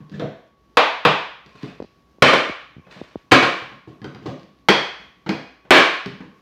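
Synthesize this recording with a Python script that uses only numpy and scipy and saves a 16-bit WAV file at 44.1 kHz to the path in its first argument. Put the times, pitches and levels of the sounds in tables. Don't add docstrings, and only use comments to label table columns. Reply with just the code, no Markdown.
import sys
import numpy as np
from scipy import signal
from scipy.fft import rfft, irfft
from scipy.io import wavfile
from scipy.ndimage import uniform_filter1d

SR = 44100
rng = np.random.default_rng(int(sys.argv[2]) if len(sys.argv) > 2 else 0)


def to_wav(s):
    ch = np.atleast_2d(s).T
    pcm = np.round(np.clip(ch, -1, 1) * 32767)
    wavfile.write(sys.argv[1], SR, pcm.astype(np.int16))


def magnitude_from_level(level_db):
    exponent = np.asarray(level_db, float) / 20
    return 10 ** exponent


N = 282681
FRAME = 8192
PLACE_S = 1.1

# start_s, knock_db, thud_db, thud_tilt_db [dB per octave]
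TAPS = [
    (0.771, -0.5, -13.5, 6.5),
    (1.051, -2, -8.5, -19),
]
# start_s, knock_db, thud_db, slap_s, landing_s
HEAVY = [
    (2.222, 4, -4, 2.224, 2.332),
    (3.318, 3, -0.5, 3.313, 3.425),
    (5.707, 7.5, 2.5, 5.717, 5.745),
]
# start_s, knock_db, thud_db, thud_tilt_db [dB per octave]
GLANCING = [
    (4.686, 0.0012, -4.5, -5),
]


def strikes():
    # frequency_hz, level_db [dB per Hz]
    tap_wood = [(180, -36), (300, 2.5), (336, -10.5), (482, 4.5), (606, 2), (801, 3), (1130, 1), (1570, -8),
                (2440, -7), (2820, -12), (3270, -12), (4930, -26.5), (8600, -50), (15000, -64.5)]
    heavy_wood = [(180, -35), (300, -2), (403, -4), (568, -3.5), (928, -10.5), (1080, -4), (1350, -9.5),
                  (1700, -7), (2070, -12.5), (2280, -7), (2650, -15.5), (2920, -12.5), (4390, -21.5),
                  (15000, -62)]
    glancing_wood = [(150, -13), (300, 1), (365, -0.5), (403, -2), (616, -7.5), (726, -8.5), (1470, -13),
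                     (1590, -13.5), (2360, -11.5), (2780, -21.5), (3330, -11), (3670, -23.5), (4690, -21.5),
                     (7300, -42.5), (15000, -72)]
    knock_wood = [(200, -23.5), (500, 12.5), (1100, 1), (1700, -0.5), (2400, -7.5), (3250, -9.5),
                  (4500, -19.5), (6500, -29), (9000, -47.5), (15000, -43)]
    # start_s, knock_db, thud_db, thud_tilt_db [dB per octave]
    touches = [
        (1.46, -49, -39, -29),
        (1.633, -34.5, -22, -4.5),
        (1.681, -42, -41, 1.5),
        (3.619, -38, -31.5, -4),
        (3.718, -43, -37, -14),
        (4.017, -41.5, -25, -18),
        (4.044, -31, -21.5, 7.5),
        (4.066, -50.5, -28, -6.5),
        (4.432, -58, -43, -2.5),
        (6.205, -35.5, -24.5, 7),
    ]
    settles = [(0.004, -48.5, -31, -36), (0.094, -60, -37, -5), (0.196, -24, -23, -3.5),
               (0.268, -40.5, -42, -7), (1.549, -63.5, -40.5, 3), (2.866, -43.5, -42.5, 5.5),
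               (2.962, -43, -38.5, -5.5), (4.148, -38, -29.5, -3), (4.396, -65, -50, -3),
               (5.263, -26, -22.5, -4), (5.29, -18, -12.5, 2), (5.649, -45, -40, -6), (6.061, -37, -19, 6)]
    scuffs = [
        (0.116, -42.5, -23, -34),
        (0.141, -40, -21.5, -10.5),
        (3.875, -49, -26.5, 7),
        (4.222, -45.5, -29, -8),
        (4.258, -32.5, -16.5, 11),
        (4.997, -44.5, -44.5, -4),
        (4.49, -64.5, -45.5, -11.5),
    ]
    flops = [
        (0.221, -24, -14, -6),
        (4.281, -31, -18.5, 0.5),
    ]

    blows = [(s, db, thud_db, 2.5) for s, db, thud_db, _, _ in HEAVY]
    slaps = [(s, db - 13, -18.5, 0) for _, db, _, s, _ in HEAVY]
    landings = [(s, db - 10, -18.5, 0) for _, db, _, _, s in HEAVY]
    # rows, wood, knock tilt [dB per octave], contact time [ms]
    kinds = [(TAPS, tap_wood, 2.21, 2.1), (blows, heavy_wood, 0.19, 4.8),
             (slaps, heavy_wood, 1.7, 4), (landings, heavy_wood, -0.36, 8.5),
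             (GLANCING, glancing_wood, 0.68, 3.3), (touches, knock_wood, -0.5, 11),
             (settles, knock_wood, 0.25, 10), (scuffs, knock_wood, 4.5, 30), (flops, knock_wood, -14, 21)]
    low_cut = signal.butter(2, 115, "high", fs=SR, output="sos")
    for rows, wood, tilt_db, contact_ms in kinds:
        for s, knock_db, thud_db, thud_tilt_db in rows:
            knock, thud = strike(wood, knock_db, thud_db, tilt_db, thud_tilt_db, contact_ms)
            yield s, knock, 0, -np.inf
            yield s, signal.sosfilt(low_cut, thud), 6.5, -6.5


def strike(wood, knock_db, thud_db, tilt_db, thud_tilt_db, contact_ms):
    contacts = chatter(contact_ms)
    knock = magnitude_from_level(knock_db + 25) * signal.fftconvolve(contacts, pulse(wood, tilt_db))
    force = contacts.copy()
    force[0] += 0.8
    thud = magnitude_from_level(thud_db + 15.5) * signal.fftconvolve(force, board_modes(thud_tilt_db))
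    return knock, thud


def chatter(contact_ms):
    fade = np.exp(-np.arange(FRAME) / SR / (contact_ms / 1000 + 1e-4))
    hits = rng.random(FRAME) < 2500 / SR
    x = rng.standard_normal(FRAME) * hits * fade
    x[0] = 0.8
    for _ in range(3):
        x = irfft(np.exp(1j * np.angle(rfft(x)))) * fade ** 0.35
    return x[:FRAME // 2] / np.linalg.norm(x)


def pulse(colour, tilt_db):
    hz = abs(np.fft.fftfreq(FRAME, 1 / SR))
    level_db = read(colour, hz) + tilt_db * np.log2(np.clip(hz, 300, 6000) / 1500)
    log_gain = np.log(magnitude_from_level(np.maximum(level_db, -90)))
    out = np.fft.ifft(np.exp(np.conj(signal.hilbert(log_gain)))).real[:FRAME // 2]
    out = signal.sosfilt(signal.butter(3, 125, "high", fs=SR, output="sos"), out)
    return out / np.linalg.norm(out)


def board_modes(tilt_db):
    # frequency_hz, level_db, t60_s
    boards = [(152.4, -4, 0.17), (191, 9, 0.055), (258.8, 0.5, 0.09), (313.5, -1.5, 0.1),
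              (394, -8.5, 0.082), (546.3, -13.5, 0.039), (770, -29.5, 0.0052)]
    t = np.arange(FRAME) / SR
    hz, db, t60 = np.transpose(boards)[:, :, None]
    db = db + tilt_db * np.log2(hz / 250)
    out = (magnitude_from_level(db - 60 * t / t60) * np.sin(2 * np.pi * hz * t)).sum(axis=0)
    return out / np.linalg.norm(out)


def cracks():
    for s, db, *_ in TAPS + HEAVY + GLANCING:
        for delay_s, echo_db in (0, 0), (0.011, -8.5):
            yield s + delay_s, tick(db - 27.5 + echo_db, 10500), -8, 0


def ticks():
    # start_s, level_db
    tick_times = [(0.097, -45), (0.197, -34), (0.2054, -48), (1.462, -41.5), (1.493, -49.5), (1.6317, -36),
                  (1.8028, -48.5), (1.8253, -42), (1.844, -53), (4.0177, -44), (4.0437, -33.5),
                  (4.052, -46), (4.1482, -39.5), (4.2626, -35), (4.3959, -45.5), (4.4323, -45.5),
                  (4.5885, -58), (5.2626, -45), (5.2926, -18.5), (6.0601, -27.5)]
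    for s, db in tick_times:
        yield s, tick(db, 4000), 2.5, 0


def tick(db, hz):
    colour = [(hz / 5, -20), (hz / 2.2, -2), (hz * 1.2, -2), (hz * 1.9, -26), (SR, -60)]
    return magnitude_from_level(db + 11.5) * signal.fftconvolve(chatter(1), pulse(colour, 0))


def pings():
    # start_s, pitch_hz, level_db, t60_s
    ping_rows = [(0.14, 1770, -40.5, 0.03), (.198, 3480, -41, 0.022), (.223, 651, -20.5, 0.019),
                 (.224, 392, -24.5, 0.021), (1.586, 2550, -51, 0.035), (1.585, 4280, -56.5, 0.035),
                 (1.684, 2500, -47.5, 0.03), (2.85, 2530, -55, 0.03), (2.909, 4000, -51, 0.046),
                 (4.017, 1690, -42.5, 0.023), (4.044, 3190, -40, 0.021), (4.045, 1534, -38, 0.029),
                 (4.263, 1120, -28.5, 0.02), (5.294, 2430, -27, 0.043), (4.686, 3280, -20.5, 0.043),
                 (4.686, 2360, -17.5, 0.033), (3.385, 1120, -20, 0.062), (5.745, 1613, -18.5, 0.048),
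                 (2.285, 1222, -15, 0.1)]
    for s, hz, db, t60 in ping_rows:
        yield s, ping(hz, db, t60), -0.5, -5


def ping(hz, db, t60):
    t = np.arange(FRAME) / SR
    close_hz = hz * (1 + 0.02 * rng.uniform(-1, 1, (3, 1)))
    modes = np.sin(2 * np.pi * close_hz * t).sum(axis=0)
    return magnitude_from_level(db - 60 * t / t60) * modes * (1 - np.exp(-t / 0.0015))


def slides():
    # fastest_s, level_db, rise_db_per_s, fall_db_per_s
    slide_rows = [
        (1.655, -46, 100.5, 111.5),
        (2.925, -46, 404, 56.5),
    ]
    # frequency_hz, level_db [dB per Hz]
    slide_colour = [(150, -9.5), (300, 7), (1000, 5.5), (2500, 4), (4200, -0.5), (7000, -15.5),
                    (10000, -28), (15000, -38.5)]
    out, fade_db = np.zeros(N), 18
    for s, db, rise, fall in slide_rows:
        t = np.arange(s - fade_db / rise, s + fade_db / fall, 1 / SR)
        grains = magnitude_from_level(2.5 * evened(uniform_filter1d(rng.standard_normal(N), size=200)))
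        sound = evened(grains * coloured(slide_colour, N))[:len(t)]
        level = magnitude_from_level(swell_db(t, s, db, rise, fall))
        add(out, t[0], level * sound * signal.windows.tukey(len(t), 0.2))
    return out


def bumps():
    # start_s, level_db, after_swing_ms
    bump_rows = [
        (1.802, -16.5, 10),
        (1.804, -23, 37),
        (1.821, -22.5, 8),
        (1.825, -22.5, 16),
        (1.841, -32, 8.6),
        (1.846, -29.5, 19),
        (2.185, -36.5, 9.8),
        (2.496, -15.5, 19),
        (3.015, -18, 21),
        (3.157, -14, 20),
    ]
    # start_s, level_db, after_swing_ms
    rub_rows = [
        (2.766, -28.5, 13),
        (2.782, -29, 15),
        (2.795, -32, 15),
    ]
    out, t = np.zeros(N), np.arange(2500) / SR
    for rows, hz in (bump_rows, 330), (rub_rows, 172):
        cycles = hz * 0.0038 * np.log(1 + t / 0.0022)
        push = t * hz / 0.26
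        for s, db, after_ms in rows:
            after = 0.2 * np.exp(-1000 * t / after_ms)
            envelope = push * np.exp(1 - push) + after
            add(out, s, -magnitude_from_level(db - 2.5) * np.sin(2 * np.pi * cycles) * envelope)
    return out


def hum():
    # peak_s, level_db, rise_db_per_s, fall_db_per_s
    cycles = [
        (.08, -60, 7, 85),
        (1.64, -51, 90.5, 299),
        (2.93, -60, 61, 70),
        (3.6, -43.5, 82, 68),
        (4.1, -53.5, 27.5, 60),
        (4.9, -71, 12, 6.5),
        (6.1, -55, 34, 35),
    ]
    t, hz, width_hz = np.arange(N) / SR, 1075, 25
    slow = signal.lfilter([1], [1, -np.exp(-np.pi * width_hz / SR)], rng.standard_normal((2, N)))
    level = magnitude_from_level(np.max([swell_db(t, *row) for row in cycles], axis=0))
    return level * evened(slow[0] * np.cos(2 * np.pi * hz * t) + slow[1] * np.sin(2 * np.pi * hz * t))


def air():
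    # frequency_hz, level_db [dB per Hz]
    air_colour = [(15, -24.5), (30, 2.5), (60, 24.5), (90, 7), (130, 11), (310, 8.5), (600, -0.5),
                  (1000, -5.5), (2000, -10.5), (4000, -14), (6000, -17.5), (8400, -31), (12500, -26),
                  (16000, -34)]
    # pitch_hz, level_db [rms]
    whine_tones = [(1121, -66.5)]
    swell = magnitude_from_level(1.1 * evened(uniform_filter1d(rng.standard_normal(N), size=4000)))
    t = np.arange(N) / SR
    whine = sum(magnitude_from_level(db) * np.sqrt(2) * np.sin(2 * np.pi * hz * t) for hz, db in whine_tones)
    return magnitude_from_level(-56.5) * coloured(air_colour, N) * swell + whine * swell[::-1] ** 0.51


def echoes():
    # frequency_hz, t60_s
    room_decay = [(60, 0.19), (200, 0.34), (500, 0.45), (1200, 0.57), (2500, 0.62), (4000, 0.58),
                  (6000, 0.54), (9000, 0.45), (15000, 0.4)]
    taps = np.zeros(SR + SR // 2)
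    at = np.arange(40, len(taps) - 20, 20)
    taps[at + rng.integers(0, 20, len(at))] = rng.choice([-1., 1.], len(at))
    hz, t, z = signal.stft(taps, SR, nperseg=256)
    decay = magnitude_from_level(-60 * t / read(room_decay, hz)[:, None])
    tail = signal.istft(z * decay, SR, nperseg=256)[1][:len(taps)]
    tail *= 1 + 0.82 * np.exp(-np.arange(len(tail)) / SR / 0.005)
    tail /= np.linalg.norm(tail)
    tail[0] = magnitude_from_level(-11)
    return tail


def evened(x):
    return x / np.sqrt(np.mean(x ** 2) + 1e-20)


def read(points, hz):
    f, value = np.transpose(points)
    return np.interp(np.log(hz + 1), np.log(f + 1), value)


def coloured(points, size):
    gain = magnitude_from_level(read(points, np.fft.rfftfreq(size, 1 / SR)))
    return evened(irfft(rfft(rng.standard_normal(size)) * gain, size))


def swell_db(t, s, db, rise, fall):
    return db - np.maximum(rise * (s - t), fall * (t - s))


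def add(mix, s, sound):
    part = mix[round(s * SR):][:len(sound)]
    part += sound[:len(part)]


def scene():
    places = np.zeros((int(N / SR / PLACE_S) + 1, N))
    direct = np.zeros(N)
    for source in strikes(), pings(), ticks(), cracks():
        for s, sound, room_db, direct_db in source:
            add(places[int(s / PLACE_S)], s, magnitude_from_level(room_db) * sound)
            add(direct, s, magnitude_from_level(direct_db) * sound)
    grit = slides()
    wet = sum(signal.fftconvolve(x, echoes())[:N] for x in places)
    wet += magnitude_from_level(-2.5) * grit + magnitude_from_level(-5) * signal.fftconvolve(grit, echoes())[:N]
    return (wet + direct + bumps() + air() + hum())[None]


def roll_off(x):
    return signal.sosfilt(signal.butter(12, 16550, fs=SR, output="sos"), x)


def record(dry):
    x = signal.sosfilt(signal.butter(2, 90, "high", fs=SR, output="sos"), dry)
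    peak_db = 20 * np.log10(abs(x[0]) + 1e-9)
    fall = np.arange(N) * 89.0 / SR
    held_db = np.maximum.accumulate(peak_db + fall) - fall
    over_db = np.maximum(held_db - 4.2, 0)
    x = x / magnitude_from_level(0.9 * signal.lfilter([0.25], [1, -0.75], over_db))
    x = np.clip(x, -0.95, 0.95)
    x = signal.oaconvolve(x, signal.firwin(255, 16300, fs=SR)[None], "same")
    return roll_off(x)


dry = scene()
out = record(dry)
to_wav(out)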